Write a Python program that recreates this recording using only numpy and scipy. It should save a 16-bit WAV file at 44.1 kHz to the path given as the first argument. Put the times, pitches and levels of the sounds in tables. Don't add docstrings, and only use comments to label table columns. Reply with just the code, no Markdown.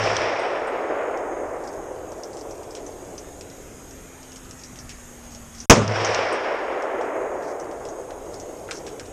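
import sys
import numpy as np
from scipy import signal
from scipy.io import wavfile
from scipy.ndimage import uniform_filter1d

SR = 44100
rng = np.random.default_rng(int(sys.argv[2]) if len(sys.argv) > 2 else 0)


def gain_from_db(level_db):
    decades = np.asarray(level_db, float) / 20
    return 10 ** decades


def store_pcm(level_fs):
    pcm = np.round(np.clip(level_fs, -1, 1) * 32767).astype(np.int16)
    wavfile.write(sys.argv[1], SR, np.atleast_2d(pcm).T)


N = 402191


def evened(x):
    return x / np.sqrt(np.mean(x ** 2) + 1e-20)


def smooth_twice(x, size):
    return evened(uniform_filter1d(uniform_filter1d(x, size=size), size=size))


def read(points, hz):
    f, value = np.transpose(points)
    return np.interp(np.log(hz + 1), np.log(f + 1), value)


def add(mix, s, sound):
    at = round(s * SR)
    sound = sound[max(-at, 0):]
    part = mix[max(at, 0):][:len(sound)]
    part += sound[:len(part)]


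def resonate(x, hz, width):
    return signal.lfilter(*signal.iirpeak(hz, hz / width, SR), x)


def band(x, hz, width):
    narrow = resonate(resonate(x, hz, width), hz, width)
    return evened(resonate(narrow, hz, 2 * width))


def noise(field_db, size, patchy_db):
    hop = size // 4
    hz = np.fft.rfftfreq(size, 1 / SR)
    t = np.arange(N // hop + 5) * hop / SR
    real, imaginary, patches = rng.standard_normal((len(t), len(hz), 3)).T
    patches = uniform_filter1d(patches, size=10, axis=0)
    patches = evened(uniform_filter1d(patches, size=12, axis=1))
    gain = gain_from_db(field_db(hz[:, None], t) + patchy_db * patches)
    spectra = (real + 1j * imaginary) * gain
    return signal.istft(spectra, nperseg=size, noverlap=size - hop)[1][:N] / np.sqrt(size)


SHOTS = [-.282, 5.698]
# (frequency [Hz], width [Hz], level [dB])
HOUSING = [(5550, 1160, -6.5), (6510, 500, -10.5), (2700, 830, -8.5)]
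# (delay [s], signed strength, push length [s], crack level [dB])
SURFACES = [
    (0, 2.2, .0004, 12),
    (.0012, 0.5, .0004, -0.5),
    (.0049, -2.7, .0004, 11),
    (.0062, -1.5, .0007, -6),
    (0.0106, .32, .005, 8.5),
]
POSTS, POSTS_FROM_S, POSTS_APART_S = 24, .0025, .0018
POST_STRENGTH, POST_FADE_DB_PER_S, POST_PUSH_S, POST_CRACK_DB = 3.4, 447, 0.00013, 2.5
DULLING_PER_S = 28


def blast():
    t, out = np.arange(SR // 20) / SR, np.zeros(SR // 10)
    posts = []
    for k, (shift, size) in enumerate(rng.random((POSTS, 2))):
        late = (k + shift) * POSTS_APART_S
        fade_db = -POST_FADE_DB_PER_S * late
        strength = (-1) ** (k + 1) * POST_STRENGTH * gain_from_db(fade_db)
        length = POST_PUSH_S * (.5 + size) * (1 + DULLING_PER_S * late)
        posts.append((POSTS_FROM_S + late, strength, length, POST_CRACK_DB + fade_db))
    for delay, strength, length, crack_db in list(SURFACES) + posts:
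        u = t / length
        push = strength * u * (1 - .2 * u) * np.exp(1 - u)
        burst = rng.standard_normal(len(t)) * np.exp(-t / 0.00026)
        crack = sum(gain_from_db(db) * band(burst, hz, width) for hz, width, db in HOUSING)
        add(out, max(delay, 0), push + gain_from_db(crack_db - 23.5) * crack)
    return out


# (frequency [Hz], level [dB per Hz])
SHELTER_TONE = [(30, -25), (60, -35), (170, 7.5), (260, -6), (520, 5.5), (750, -6.5), (1080, -1),
                (1600, -9), (2700, -11), (4300, -17.5), (5400, -12), (6600, -12.5), (9800, -26),
                (14000, -84)]
# (frequency [Hz], level [dB], time to fall 60 dB [s])
BEAMS = [(105.4, -9.5, 0.94), (115, -13, 0.71)]
SHELTER_DB, SHELTER_START_DB, SHELTER_FILL_S = -11.5, -14, .022
SHELTER_FALL_DB_PER_S, SHELTER_LATE_DB, SHELTER_LATE_DB_PER_S = 323, -11.5, 80.5


def shelter():
    t, out = np.arange(2 * SR) / SR, np.zeros(N)

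    def wash_db(hz, s):
        return read(SHELTER_TONE, hz) - 70 * s * (hz / 5000) ** 0.99

    wash = noise(wash_db, size=512, patchy_db=2.0)
    wash = wash[:len(t)] / np.std(wash[:SR // 4])
    filling = SHELTER_START_DB + (SHELTER_DB - SHELTER_START_DB) * (t / SHELTER_FILL_S) ** .5
    emptying = SHELTER_DB - SHELTER_FALL_DB_PER_S * (t - SHELTER_FILL_S)
    lingering = SHELTER_LATE_DB - SHELTER_LATE_DB_PER_S * t
    level_db = np.minimum(filling, np.maximum(emptying, lingering))
    hum = sum(gain_from_db(db - 60 * t / t60) * np.sin(2 * np.pi * hz * t) for hz, db, t60 in BEAMS)
    ducked = 1 - np.exp(-t / 0.15)
    for s in SHOTS:
        add(out, s, gain_from_db(level_db) * wash + hum * ducked)
    return out


# (time after the shot [s], level [dB])
WOODS = [(.1, -31), (.34, -23), (.95, -26.5), (1.3, -25), (1.8, -29), (2.35, -35), (3.15, -37),
         (4.2, -50.5), (4.9, -61)]
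# (frequency [Hz], level [dB per Hz])
WOODS_TONE = [(60, -16), (130, -10), (220, -24.5), (290, -18), (370, -0.5), (620, 2.5), (870, -3.5),
              (2300, -8.5), (3300, -16.5), (4300, -23.5), (5500, -13), (6300, -27), (8900, -38.5),
              (12000, -72)]
# (frequency [Hz], loss against the low middle [dB per s])
PATH_LOSS = [(130, 51), (220, 8), (290, -4.5), (500, -0.26), (1000, 2.5), (2000, 8.5), (3500, 21.5),
             (5500, 34), (9000, 57)]
STANDS_DB = 0.72


def woods():
    t, out = np.arange(N) / SR, np.zeros(N)
    power = np.mean(gain_from_db(2 * read(WOODS_TONE, np.linspace(280, 845, 200))))
    unit_db = -10 * np.log10(power * (845 - 280) / SR)
    times, levels_db = np.transpose(WOODS)
    for s in SHOTS:
        def roll_db(hz, at):
            return read(WOODS_TONE, hz) - read(PATH_LOSS, hz) * np.maximum(at - s - .45, 0)

        roll = noise(roll_db, size=512, patchy_db=0.5)
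        lumps = evened(uniform_filter1d(rng.exponential(1, N) ** 3, size=250) ** .5)
        stands = smooth_twice(rng.standard_normal(N), 900)
        arrive = np.clip((t - s - .08) / 0.18, 0, 1)
        fade_db = 20 * np.maximum(t - s - times[-1], 0)
        level_db = np.interp(t - s, times, levels_db) + STANDS_DB * stands + unit_db - 0.5 - fade_db
        out += roll * (0.61 + 0.46 * lumps) * arrive * gain_from_db(level_db)
    return out


def tick(burst, ragged, hz, low_db, high_db, t60):
    t = np.arange(len(burst)) / SR
    head = 0.5 * np.exp(-(t / 0.0014) ** 2)
    rag = evened(uniform_filter1d(ragged ** 4, size=90) ** .5)
    tail = 0.28 * rag * gain_from_db(-60 * t / t60)
    shape = (head + tail) * np.minimum(t / 0.00085, 1)
    parts = band(burst, hz, 1430)
    parts = parts + gain_from_db(low_db + 4.0) * band(burst, 2760, 2700)
    parts = parts + gain_from_db(high_db + 8.0) * band(burst, 7400, 2400)
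    return signal.lfilter(*signal.butter(4, 9000, fs=SR), shape * parts)


def single_tick(s, db, *colour):
    out = np.zeros(N)
    burst, ragged = rng.standard_normal((2, SR // 8))
    add(out, s, gain_from_db(db - 5.0) * tick(burst, ragged, *colour))
    return out


# (time after the shot [s], peak level [dB], centre frequency [Hz], low part [dB], high part [dB])
SLAPS = [
    (0.1795, -12.5, 5300, -13, -23),
    (.448, -10, 5300, -2, -36),
]


def slaps():
    return sum(single_tick(s + late, *rest, .035) for s in SHOTS for late, *rest in SLAPS)


# (time [s], peak level [dB], centre frequency [Hz])
DRIPS = [(0.0387, -17, 5400), (1.6378, -30.5, 5470), (1.674, -25, 5270), (1.728, -36, 5800),
         (2.1191, -30, 6160), (2.18, -38, 5680), (2.2345, -20.5, 5750), (2.3311, -30, 5270),
         (2.3894, -33, 5490), (2.411, -28.5, 5600), (2.5086, -24.5, 6060), (2.707, -28, 5360),
         (2.8639, -25.5, 6330), (3.179, -19, 5900), (3.908, -26.5, 6240), (4.591, -33, 6340),
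         (4.6359, -20.5, 5600), (4.788, -20, 5740), (5.582, -25, 5600), (5.6022, -17.5, 6000),
         (6.0476, -9, 5800), (7.5981, -24, 6200), (7.887, -24.5, 6340), (8.399, -20, 6340),
         (8.771, -25, 5900)]
DRIP_LOW_DB, DRIP_HIGH_DB, DRIP_T60_S = -21.5, -6.5, 0.098
HEAVY_DULL = 0.73


def drips():
    out = np.zeros(N)
    for s, db, hz in DRIPS:
        high_db = DRIP_HIGH_DB - HEAVY_DULL * (db + 37)
        out += single_tick(s, db, hz, DRIP_LOW_DB, high_db, DRIP_T60_S)
    return out


# (time [s], peak level [dB], time to fall 60 dB [s], low part [dB])
CREAKS = [(1.173, -33, 0.092, -10), (2.369, -29, .13, -12), (2.6314, -34, .09, -12),
          (2.7503, -25, 0.15, -10), (2.7694, -33, .11, -1), (3.049, -36, .1, -14), (3.4095, -23, .08, -11),
          (3.4994, -34, .1, -8), (4.229, -31, .1, -12), (4.319, -29, .1, -13), (4.359, -24.5, 0.11, -12),
          (4.51, -25.5, .08, -13), (4.7574, -30, .11, -10), (4.8928, -23.5, 0.17, -7),
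          (5.348, -29, .09, -11), (5.5478, -31, .1, -12), (6.823, -31.5, 0.11, -8), (7.011, -30, .12, -10),
          (7.423, -34, .2, -10), (7.7124, -34.5, .1, -6), (7.8517, -28, .13, -10), (8.106, -35, .1, -1),
          (8.342, -27, .07, -14), (8.68, -38, .1, 1), (8.71, -15.5, 0.11, -6), (8.8655, -24.5, 0.16, -6.5),
          (8.996, -22, 0.075, -8), (9.056, -31, .1, -10)]
CREAK_HZ, CREAK_HIGH_DB = 5600, -10.5


def creaks():
    return sum(single_tick(s, db, CREAK_HZ, low_db, CREAK_HIGH_DB, t60) for s, db, t60, low_db in CREAKS)


# (time [s], peak level [dB], time to fall 60 dB [s])
CASES = [
    (0.3935, -46.5, 0.47),
    (0.6714, -44, 0.2),
    (6.3245, -36, 0.12),
]
# (frequency [Hz], level [dB])
BRASS = [(8400, -0.5), (8550, -10), (9700, -17), (12400, -60)]


def cases():
    t, out = np.arange(SR // 3) / SR, np.zeros(N)
    for s, db, t60 in CASES:
        ring = np.zeros(len(t))
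        for hz, part_db in BRASS:
            fall_db = 60 * t / t60 * (hz / 8400) ** 3
            ring += gain_from_db(part_db - fall_db) * np.sin(2 * np.pi * hz * t)
        rattle = 1.05 * band(rng.standard_normal(len(t)), 8000, 3600) * np.exp(-t / 0.014)
        add(out, s, gain_from_db(db - 7.0) * (ring + rattle) * np.minimum(t / 0.0011, 1))
    return out


# (time [s], peak level [dB], frequency [Hz])
KNOCKS = [
    (0.742, -20, 560),
    (0.92, -24, 606),
    (1.914, -27, 510),
    (2.892, -32, 574),
]


def knocks():
    t, out = np.arange(SR // 30) / SR, np.zeros(N)
    for s, db, hz in KNOCKS:
        cycles = hz * t
        add(out, s, gain_from_db(db + 4.5) * np.sin(2 * np.pi * cycles) * cycles * np.exp(1 - cycles))
    return out


# (time [s], peak level [dB], time to fall 60 dB [s])
BUMPS = [
    (8.105, -37, 0.1),
    (8.688, -30, 0.1),
    (8.7112, -28, 0.1),
    (8.7297, -37, 0.2),
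    (8.875, -36, 0.076),
    (8.9954, -36, 0.17),
]


def bumps():
    t, out = np.arange(SR // 8) / SR, np.zeros(N)
    for s, db, t60 in BUMPS:
        burst = rng.standard_normal(len(t))
        add(out, s, gain_from_db(db - 5.5 - 60 * t / t60) * band(burst, 1420, 990))
    return out


# (start time [s], end time [s], level [dB])
RUSTLE = [(2.33, 2.448, -55), (4.567, 4.687, -53), (5.288, 5.39, -52), (5.539, 5.656, -48.5),
          (7.424, 7.544, -52), (8.304, 8.383, -53), (8.708, 8.803, -45)]


def rustle():
    out = np.zeros(N)
    for start, end, db in RUSTLE:
        burst, clumps = rng.standard_normal((2, SR // 2))
        snaps = band(burst, 5800, 2700) * evened(uniform_filter1d(clumps ** 6, size=150) ** .5)
        length = round((end - start) * SR)
        add(out, start, gain_from_db(db) * snaps[:length] * signal.windows.tukey(length, .5))
    return out


# (start time [s], frequency [Hz], sag [Hz per s], level [dB], swell [dB per s])
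DRONE = (2.5, 297, 21, -55.5, 2)


def drone():
    t = np.arange(N) / SR
    start, hz, sag, db, nearing = DRONE
    waver = smooth_twice(rng.standard_normal(N), 3000)
    turns = np.cumsum(hz - sag * (t - start) + .4 * waver) / SR
    inside = np.clip((t - start) / .5, 0, 1) * (t < SHOTS[1])
    swell_db = 1.2 * np.roll(waver, 9000)
    level = np.sqrt(2) * gain_from_db(db + nearing * (t - start) + swell_db)
    return level * inside * np.sin(2 * np.pi * turns)


GAIN_REST_DB, GAIN_DUCK_DB, GAIN_HOLD_S, GAIN_RECOVER_S = -60.5, 12.5, 0.52, 1.51


def background_db(t):
    since = t - np.where(t < SHOTS[1], *SHOTS)
    return GAIN_REST_DB - GAIN_DUCK_DB * np.exp(-np.maximum(since - GAIN_HOLD_S, 0) / GAIN_RECOVER_S)


def patter():
    out = np.zeros(N)
    for s, size in zip(rng.uniform(0, N / SR, 70), rng.exponential(1, 70)):
        burst, ragged = rng.standard_normal((2, SR // 16))
        level = gain_from_db(background_db(s) + 16 + 0.77 * size)
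        add(out, s, level * tick(burst, ragged, 4800, -12, -9, 0.031))
    return out


# (frequency [Hz], level [dB per Hz])
AIR = [(12, -30), (20, 3), (65, 1), (174, -5), (290, -8.5), (1900, -18), (3400, -24), (4350, -29.5),
       (5000, -25.5), (7300, -19.5), (9500, -24), (10600, -30.5), (12300, -26), (14500, -36.5)]
# (frequency [Hz], width [Hz], level [dB])
RIDGE = (6566, 380, 11.8)
AIR_OVER_GAIN_DB = 18.5


def air():
    centre, width, db = RIDGE

    def hiss_db(hz, s):
        return read(AIR, hz) + db / (1 + (2 * (hz - centre) / width) ** 2)

    hiss = noise(hiss_db, size=2048, patchy_db=2.0)
    return evened(hiss) * gain_from_db(background_db(np.arange(N) / SR) + AIR_OVER_GAIN_DB)


def scene():
    mix = shelter() + woods() + slaps() + drips() + creaks() + cases()
    mix += knocks() + bumps() + rustle() + drone() + patter() + air()
    add(mix, SHOTS[1], blast())
    return mix[None]


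# (frequency [Hz], threshold [dB per bin])
QUIET = [(3000, -110), (4350, -88), (5500, -104), (7500, -100), (9300, -94), (10600, -94.5), (11800, -93),
         (12600, -89.5), (13100, -89), (14000, -88), (15000, -70)]
BAND_QUIET_DB, LINE_QUIET_DB = -4, 2


def gated(x):
    hz, _, z = signal.stft(x, SR, nperseg=2048, noverlap=1024)
    over_db = 10 * np.log10(abs(z) ** 2 + 1e-20) - read(QUIET, hz)[:, None]
    band_db = 10 * np.log10(uniform_filter1d(gain_from_db(2 * over_db), size=8, axis=0) + 1e-20)
    keep = (band_db > BAND_QUIET_DB) & (over_db > LINE_QUIET_DB)
    return signal.istft(z * keep, SR, nperseg=2048, noverlap=1024)[1][None, :N]


def low_pass(x):
    return signal.sosfilt(signal.butter(12, 14140, fs=SR, output="sos"), x)


# (start time [s], end time [s])
CUT = (5.6568, 5.6975)


def record(dry):
    t = np.arange(N) / SR
    cut = dry * ((t < CUT[0]) | (t > CUT[1]))
    cut = signal.lfilter(*signal.butter(1, 15, "high", fs=SR), cut)
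    finished = gated(np.clip(cut[0], -1, 1))
    return low_pass(finished)


dry = scene()
out = record(dry)
store_pcm(out)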